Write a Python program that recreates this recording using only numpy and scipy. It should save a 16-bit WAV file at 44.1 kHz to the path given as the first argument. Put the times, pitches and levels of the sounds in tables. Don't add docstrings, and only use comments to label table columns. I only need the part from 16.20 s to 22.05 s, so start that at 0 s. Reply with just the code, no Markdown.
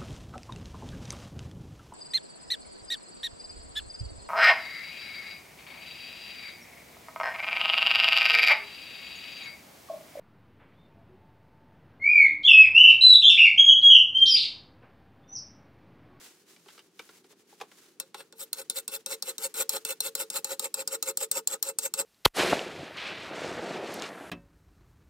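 import sys
import numpy as np
from scipy import signal
from scipy.fft import rfft, irfft, next_fast_len
from scipy.io import wavfile
from scipy.ndimage import map_coordinates

SR = 44100
rng = np.random.default_rng(int(sys.argv[2]) if len(sys.argv) > 2 else 0)


def bounce(signal):
    frames = np.transpose(np.atleast_2d(signal))
    limited = np.clip(frames, -1, 1)
    pcm = np.round(limited * 32767).astype(np.int16)
    wavfile.write(sys.argv[1], SR, pcm)


N = 257984
EDGE_HZ = 15900
TAPS = 8192
HZ = np.fft.rfftfreq(TAPS, 1 / SR)
TREBLE = (HZ > 2000) & (HZ < EDGE_HZ)


def amp(db):
    return 10 ** (np.asarray(db) / 20)


def evened(x):
    return x / np.sqrt(np.mean(x ** 2) + 1e-20)


def read(points, hz):
    f, value = np.transpose(points)
    return np.interp(np.log(hz + 1), np.log(f + 1), value)


def add(mix, s, sound):
    part = mix[max(round(s * SR), 0):][:len(sound)]
    part += sound[:len(part)]


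def wander(size, hz):
    at = np.arange(size) * hz / SR
    return evened(np.interp(at, np.arange(size), rng.standard_normal(size)))


def causal(gain, lag_s, lag_hz=800):
    gain = gain / (1 + (HZ / 18500) ** 40)
    cepstrum = irfft(np.log(np.maximum(gain, 1e-5 * gain.max())))
    cepstrum[1:TAPS // 2] *= 2
    cepstrum[TAPS // 2 + 1:] = 0
    delay_s = lag_s / (1 + (HZ / lag_hz) ** 2)
    lag_phase = 2 * np.pi * np.cumsum(delay_s) * HZ[1]
    response = irfft(np.exp(rfft(cepstrum) - 1j * lag_phase))
    return response * np.linspace(1, 0, TAPS) ** .25


# (time [s], place of landing [about 0-1], place of the bite [about 0-1])
EDGE_PLACES = [(1.8, 0, 0), (2.7, 0, .05), (3.25, 0.5, 0.66), (3.8, 0.24, .1), (4.25, 0.96, 0.74),
               (5.6, 0.97, 1.06)]


def place_at(s):
    times, landing, bite = np.transpose(EDGE_PLACES)
    return np.interp(s, times, landing), np.interp(s, times, bite)


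# (frequency [Hz], width [Hz], level at place 0 [dB], level at place 1 [dB])
STEEL_MODES = [(451.5, 16, 16, 13.5), (538.5, 17, 22.5, 24), (836, 61, 15, 18), (905, 60, 13.5, 16.5),
               (1092, 31, 10.5, 10.5), (1265, 42, 14, 17), (1425, 80, 15.5, 13), (2124, 124, 4, 4),
               (2652, 42, 13, 12), (3535, 87, 14.5, 5), (3816, 64, 15.5, 12), (4152, 77, 19, 14),
               (4395, 116, 11, 8), (5070, 116, 7.5, 10.5), (5430, 100, -1, 3), (5510, 93, 8.5, 3.5),
               (6150, 74, 4, 7), (6503, 84, 7.5, 13), (7370, 120, -3, 15), (7410, 95, 11, 16.5),
               (7562, 68, 11.5, 15), (7710, 120, 13.5, 18.5), (8370, 105, 14.5, 18), (8430, 68, 2, 13),
               (8920, 160, 8, 9), (9294, 130, 16.5, 11.5), (9480, 104, 14, 7), (11450, 94, 2, 2),
               (12450, 150, 9, 6), (12776, 79, -4, -1), (13500, 69, 3, 8)]


def steel(colour, place, tilt_db, lag_s=.0065, vary_db=1.5):
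    hz, width, near_db, far_db = np.transpose(STEEL_MODES)
    mode_db = near_db + place * (far_db - near_db) + vary_db * rng.standard_normal(len(hz))
    peaks = amp(mode_db) ** 2 / (1 + (2 * (HZ[:, None] - hz) / width) ** 2)
    octaves = np.log2(np.maximum(HZ, 350) / 4000)
    gain = np.sqrt(1 + peaks.sum(1)) * amp(read(colour, HZ) + tilt_db * octaves)
    gain = gain * HZ ** 2 / (HZ ** 2 + 90 ** 2)
    return causal(gain / np.sqrt(np.mean(gain ** 2 * TREBLE)), lag_s)


# (time of landing [s], clack level over its first 10 ms [dB], time of the hardest bite [s],
# rasp level before its trim [dB], time to swell by 10 dB [s], rasp tilt [dB per octave])
FILE_STROKES = [(1.7998, -30.5, 1.82, -62, .02, -4), (1.9451, -45.5, 2.003, -50, .05, -1.9),
                (2.1254, -50, 2.217, -37, .026, 2), (2.3301, -27, 2.399, -39.5, .033, -0.6),
                (2.499, -26, 2.574, -31, .02, 1.3), (2.6793, -31, 2.743, -33.5, .024, 0.95),
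                (2.8619, -30.5, 2.923, -34, .035, 0), (3.0244, -29.5, 3.093, -34, .029, 0),
                (3.182, -34, 3.245, -31, .033, 0.1), (3.341, -39.5, 3.405, -27, .042, 0.37),
                (3.4933, -22, 3.556, -30.5, .035, -0.5), (3.6501, -28.5, 3.706, -31.5, .034, 0.4),
                (3.805, -24.5, 3.864, -33, .037, 0), (3.9521, -27.5, 4.012, -32, .036, 0.3),
                (4.1018, -32, 4.169, -31, .033, 0.24), (4.245, -27.5, 4.32, -35, .044, -1.35),
                (4.3953, -27.5, 4.449, -34, .032, -0.47), (4.5419, -26.5, 4.601, -35, .027, -1.13),
                (4.6758, -27, 4.738, -33.5, .025, -1), (4.8266, -26, 4.888, -31, .025, -0.6),
                (4.9726, -25, 5.028, -29, .023, 0.45), (5.1144, -22, 5.173, -31, .033, -.2),
                (5.2739, -21.5, 5.331, -33, .029, -0.8), (5.4274, -22.5, 5.486, -33, .033, -.1),
                (5.587, -23.5, 5.653, -30.5, .03, .5), (5.7387, -26.5, 5.798, -30, .022, -0.6)]
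# (frequency [Hz], level [dB])
LANDING_COLOUR = [(100, -39.5), (170, -21), (270, -20), (400, -19.5), (650, -29), (1000, -24.5),
                  (1900, -23), (3000, -16), (4200, -10), (6000, -6.5), (8000, -10), (10500, -7.5),
                  (14500, -4.5), (15800, -2.5)]
FIRM_DB, DULLING = -26, .24


def clacks(chatter=0.81, chatter_s=.0013, skid=0.22, skid_s=0.014, skid_hz=2600):
    out, t = np.zeros(N), np.arange(3072) / SR
    soft = np.exp(-2 * np.pi * skid_hz / SR)
    for s, db, *_ in FILE_STROKES:
        bounces, drag = rng.standard_normal((2, len(t)))
        force = chatter * bounces * np.exp(-t / chatter_s)
        force += skid * signal.lfilter([1 - soft], [1, -soft], drag) * np.exp(-t / skid_s)
        force[0] += 1
        response = steel(LANDING_COLOUR, place_at(s)[0], DULLING * (db - FIRM_DB))
        ring = signal.fftconvolve(force, response)
        add(out, s, amp(db) * ring / np.sqrt(np.mean(ring[:SR // 100] ** 2)))
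    return out


# (frequency [Hz], level [dB])
TEETH_COLOUR = [(100, -37.5), (170, -12.5), (270, -12), (380, -3), (490, -12), (650, -17), (1000, -14.5),
                (1900, -10), (3000, -7), (4200, -11.5), (6000, -8), (8000, -10), (10500, -8.5),
                (14500, -1.5), (15800, -8)]
FADE_S = .024


def rasps(level_db=-1, teeth_hz=2300, slowing_s=.09, regular=0.48, grit=0.77, judder=0.44,
          judder_hz=535, uneven_db=1.52, swell_shape=1.37, fade_shape=2.34):
    out = np.zeros(N)
    since_start = np.arange(SR // 5) / SR
    size = len(since_start)
    for start, _, s, db, swell_s, tilt_db in FILE_STROKES:
        t = start + since_start - s
        swell = abs(t / swell_s) ** swell_shape
        fade = abs(t / FADE_S) ** fade_shape
        pressure = amp(-10 * np.where(t < 0, swell, fade))
        rate_hz = teeth_hz * np.clip(1 - t / slowing_s, .3, 1.2) * (1 + .08 * wander(size, 400))
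        caught = np.diff(np.floor(np.cumsum(rate_hz) / SR), prepend=0)
        zip_ = regular * (caught - rate_hz / SR)
        teeth = evened(zip_ + caught * rng.uniform(-1.05, 1, size))
        chips = grit * rng.standard_normal(size)
        turns = np.cumsum(judder_hz * (1 + 0.1187 * wander(size, 201))) / SR
        bite = (1 + judder * np.sin(2 * np.pi * turns)) * amp(uneven_db * wander(size, 225.8))
        force = evened((teeth + chips) * bite) * pressure
        response = steel(TEETH_COLOUR, place_at(s)[1], tilt_db)
        add(out, start, amp(db + level_db) * signal.fftconvolve(force, response))
    return out


def sliding(x, patchy_db=2.6, patch_hz=450, patch_s=.016):
    hz, t, z = signal.stft(x, SR, nperseg=512, noverlap=384)
    chance = rng.standard_normal(z.shape)
    grid = np.meshgrid(hz / patch_hz, t / patch_s, indexing="ij")
    patches = evened(map_coordinates(chance, grid, order=1, mode="wrap"))
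    z = z * amp(patchy_db * patches * (hz / (hz + 700))[:, None])
    patchy = signal.istft(z, SR, nperseg=512, noverlap=384)[1][:N]
    return evened(patchy) * np.std(x)


def resonate(x, hz, width):
    turn = np.exp(2j * np.pi * np.cumsum(hz * np.ones(len(x))) / SR)
    r = np.exp(-np.pi * width / SR)
    once = signal.lfilter([1 - r], [1, -r], x / turn)
    return 2 * (turn * signal.lfilter([1 - r], [1, -r], once)).real


# (frequency [Hz], width [Hz], level at place 0 [dB], level at place 1 [dB],
# time to fade by 10 dB either side, sign ignored [s], time after the bite [s])
FRICTION_TONES = [(450.8, 16, -18.5, -20.5, .05, .008), (536.8, 20, -9.5, -9, 0.02, 0.00198),
                  (7720, 700, -9, -0.5, -0.01, 0.0024)]


def singing(waver=.008, waver_hz=70):
    out, t = np.zeros(N), np.arange(-SR // 8, SR // 8) / SR
    for _, _, s, db, _, tilt_db in FILE_STROKES:
        for hz, width, near_db, far_db, fade_s, after_s in FRICTION_TONES:
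            noise = rng.standard_normal(len(t))
            tone = resonate(noise, hz * (1 + waver * wander(len(t), waver_hz)), width)
            swell = amp(-10 * (t / fade_s) ** 2)
            place_db = near_db + place_at(s)[1] * (far_db - near_db)
            level_db = db + place_db + tilt_db * np.log2(hz / 4000)
            sound = evened(tone * swell) * np.sqrt(np.mean(swell ** 2))
            add(out, s + after_s + t[0], amp(level_db) * sound)
    return out


# (frequency [Hz], left minus right level [dB])
BLADE_BALANCE = [(200, -1), (500, -1.1), (1100, 2), (2500, -5), (3700, 3), (4300, -7), (5200, 2), (6800, 0),
                 (8200, 1), (8900, 7.5), (9800, 1), (12000, 2.5), (13000, 5.5), (15000, 6.5)]
# (frequency [Hz], phase by which left leads [rad])
BLADE_PHASE = [(100, 0.5), (1200, 0.27), (2500, -1.8), (3500, -1.5), (4200, -1.85), (5200, 1), (6200, -2.3),
               (7000, -0.2), (7800, -1.47), (9900, -1.5), (10500, 1.5), (12500, 1.3), (13500, 3),
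               (16000, 1.5)]


def ports(x):
    size = next_fast_len(N + TAPS)
    hz = np.fft.rfftfreq(size, 1 / SR)
    lean = amp(read(BLADE_BALANCE, hz) / 2) * np.exp(.5j * read(BLADE_PHASE, hz))
    pair = np.array([lean, 1 / lean])
    pair = pair / np.sqrt(np.mean(abs(pair) ** 2, 0))
    return irfft(rfft(x, size) * pair, size)[:, :N]


# (time [s], peak level before its trim [dB],
# resonance [Hz], bass shading before low_db is added [dB])
BUMPS_AND_SCRAPE = [(0.363, -46, 660, -16), (0.46, -47, 400, -7), (0.484, -39.5, 2880, -14),
                    (0.503, -43, 388, -29), (0.578, -42.5, 420, -13), (0.592, -41.5, 3040, -16),
                    (0.793, -30.5, 2380, -14), (0.891, -43.5, 1490, -11.5), (1.043, -49, 386, -12),
                    (1.106, -52.5, 428, -6), (1.127, -51, 412, -8), (1.326, -46.5, 816, -4),
                    (1.401, -39.5, 840, -9), (1.412, -28, 810, -10.5), (1.433, -43, 400, 1),
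                    (1.516, -44, 405, -14), (1.944, -28, 840, -12.5), (2.004, -35, 1500, -16)]
# (frequency [Hz], level [dB])
BUMP_COLOUR = [(60, -44), (120, -21), (300, -3.5), (430, 4.5), (620, -3.5), (850, 2.5), (1300, -2),
               (2000, -5.5), (3200, -7), (5000, -6.5), (9000, -13), (15000, -21)]


def bumps_and_scrape(level_db=-1.0, scuff=0.16, t60=0.051, low_db=10, high_db=-6, ring_db=10,
                     ring_width=0.19, lag_s=0.00491):
    out, t = np.zeros(N), np.arange(TAPS) / SR
    for s, db, hz, bass_db in BUMPS_AND_SCRAPE:
        force = scuff * rng.standard_normal(TAPS) * amp(-60 * t / t60)
        force[0] += 1
        shade_db = read([(900, bass_db + low_db), (1700, 0), (3500, 0), (6500, high_db)], HZ)
        shade_db = shade_db + ring_db / (1 + (2 * (HZ / hz - 1) / ring_width) ** 2)
        sound = signal.fftconvolve(force, causal(amp(read(BUMP_COLOUR, HZ) + shade_db), lag_s))
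        add(out, s, amp(db + level_db) * sound / abs(sound).max())
    return out


# (frequency [Hz], likeness [0-1])
PORT_LIKENESS = [(60, 0.95), (150, 0.9), (380, 0.94), (950, 0.82), (2380, 0.42), (5980, 0.32),
                 (15000, 0.076)]


def likeness(hz):
    same = np.clip(read(PORT_LIKENESS, hz), -1, 1)
    return same, np.sqrt(1 - same ** 2)


def diffuse(colour):
    size = next_fast_len(N, True)
    hz = np.fft.rfftfreq(size, 1 / SR)
    a, b = rfft(rng.standard_normal((2, size)))
    same, other = likeness(hz)
    spectra = np.array([a, same * a + other * b]) * amp(read(colour, hz))
    return evened(irfft(spectra, size)[:, :N])


# (time of the peak [s], level before its trim [dB], time to swell or fade by 10 dB [s])
STEP_SWISHES = [(.04, -49, .08), (.155, -60, .09), (.315, -54, .045), (.405, -63.5, .06), (.53, -56, .085),
                (.655, -65, .04), (.86, -57, .11), (.964, -57, .045), (1.058, -65, .03), (1.114, -56, .022),
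                (1.2, -63, .035), (1.318, -59, .05), (1.415, -60, .05), (1.535, -61, .06),
                (1.632, -57, .11)]
# (time [s], level before its trim [dB])
SLEEVE_LEVELS = [(1.9, -65.5), (2.45, -60.5), (3.5, -58), (4.4, -63), (5.8, -69)]
# (frequency [Hz], level [dB])
FABRIC_COLOUR = [(60, -34), (100, -23), (330, 2), (600, -7.5), (1000, -6.5), (1700, -4), (3400, -4.5),
                 (7000, -4), (16000, -12)]
RETURN_AFTER_S, RETURN_S = 0.052, 0.037


def cloth(level_db=-1, crinkle_db=1.5, folds_db=1.5):
    t = np.arange(N) / SR
    brushes = list(STEP_SWISHES)
    for _, _, bite, *_ in FILE_STROKES:
        sleeve_db = np.interp(bite, *np.transpose(SLEEVE_LEVELS))
        brushes.append((bite + RETURN_AFTER_S, sleeve_db, RETURN_S))
    power = np.zeros(N)
    for s, db, fade_s in brushes:
        drop_db = 10 * np.minimum(((t - s) / fade_s) ** 2, 10)
        power += amp(db + level_db - drop_db) ** 2
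    fabric = diffuse(FABRIC_COLOUR)
    texture = amp(crinkle_db * wander(N, 1500) + folds_db * wander(N, 90))
    return np.sqrt(power) * evened(fabric * texture)


def nearby(x, delay_s=.001, fade_s=0.0044, lowest_hz=1100, shift_hz=11, count=4):
    t = np.arange(SR // 30) / SR
    taps = rng.standard_normal((count, 2, len(t))) * (t > delay_s) * np.exp(-t / fade_s)
    taps = signal.sosfilt(signal.butter(2, lowest_hz, "highpass", fs=SR, output="sos"), taps)
    poses = np.array([wander(N, shift_hz) for _ in taps])
    poses = poses / np.linalg.norm(poses, axis=0)
    out = np.zeros((2, N))
    for pose, echo in zip(poses, taps):
        echo = echo / np.linalg.norm(echo[0])
        out += signal.oaconvolve((x * pose)[None], echo, axes=1)[:, :N]
    return out


# (frequency [Hz], time to fall by 60 dB [s])
WORKSHOP_T60 = [(200, 0.53), (500, 0.18), (2000, 0.23), (8000, 0.11), (16000, 0.051)]


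def room(x, delay_s=.005):
    size = SR // 2
    taps = rng.standard_normal((2, size)) * (rng.random((2, size)) < .1)
    taps = taps * (np.arange(size) > delay_s * SR)
    hz, t, z = signal.stft(taps, SR, nperseg=256)
    same, other = likeness(hz)
    z = np.array([z[0], same[:, None] * z[0] + other[:, None] * z[1]])
    decay = amp(-60 * t / read(WORKSHOP_T60, hz)[:, None])
    tail = signal.istft(z * decay, SR, nperseg=256)[1]
    return signal.fftconvolve(x[None], tail / np.linalg.norm(tail[0]), axes=1)[:, :N]


# (frequency [Hz], level [dB])
AIR_COLOUR = [(30, -41), (70, -39), (100, -17), (174, -2.5), (266, -4), (380, 1.5), (600, -15.5),
              (2000, -21), (5000, -21.5), (10000, -28.5), (16000, -37)]


def air(level_db=-66.5):
    return amp(level_db) * diffuse(AIR_COLOUR)


def scene(scatter_db=-9, file_room_db=-31, bump_scatter_db=-5, bump_room_db=-18):
    filing = clacks() + sliding(rasps()) + singing()
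    handling = bumps_and_scrape()
    early = nearby(amp(scatter_db) * filing + amp(bump_scatter_db) * handling)
    late = room(amp(file_room_db) * filing + amp(bump_room_db) * handling)
    return ports(filing) + handling + early + late + cloth() + air()


def record(dry):
    lowpass = signal.firwin(255, EDGE_HZ, window=("kaiser", 8), fs=SR)
    return signal.oaconvolve(dry, lowpass[None], "same")


dry = scene()
out = record(dry)
bounce(out)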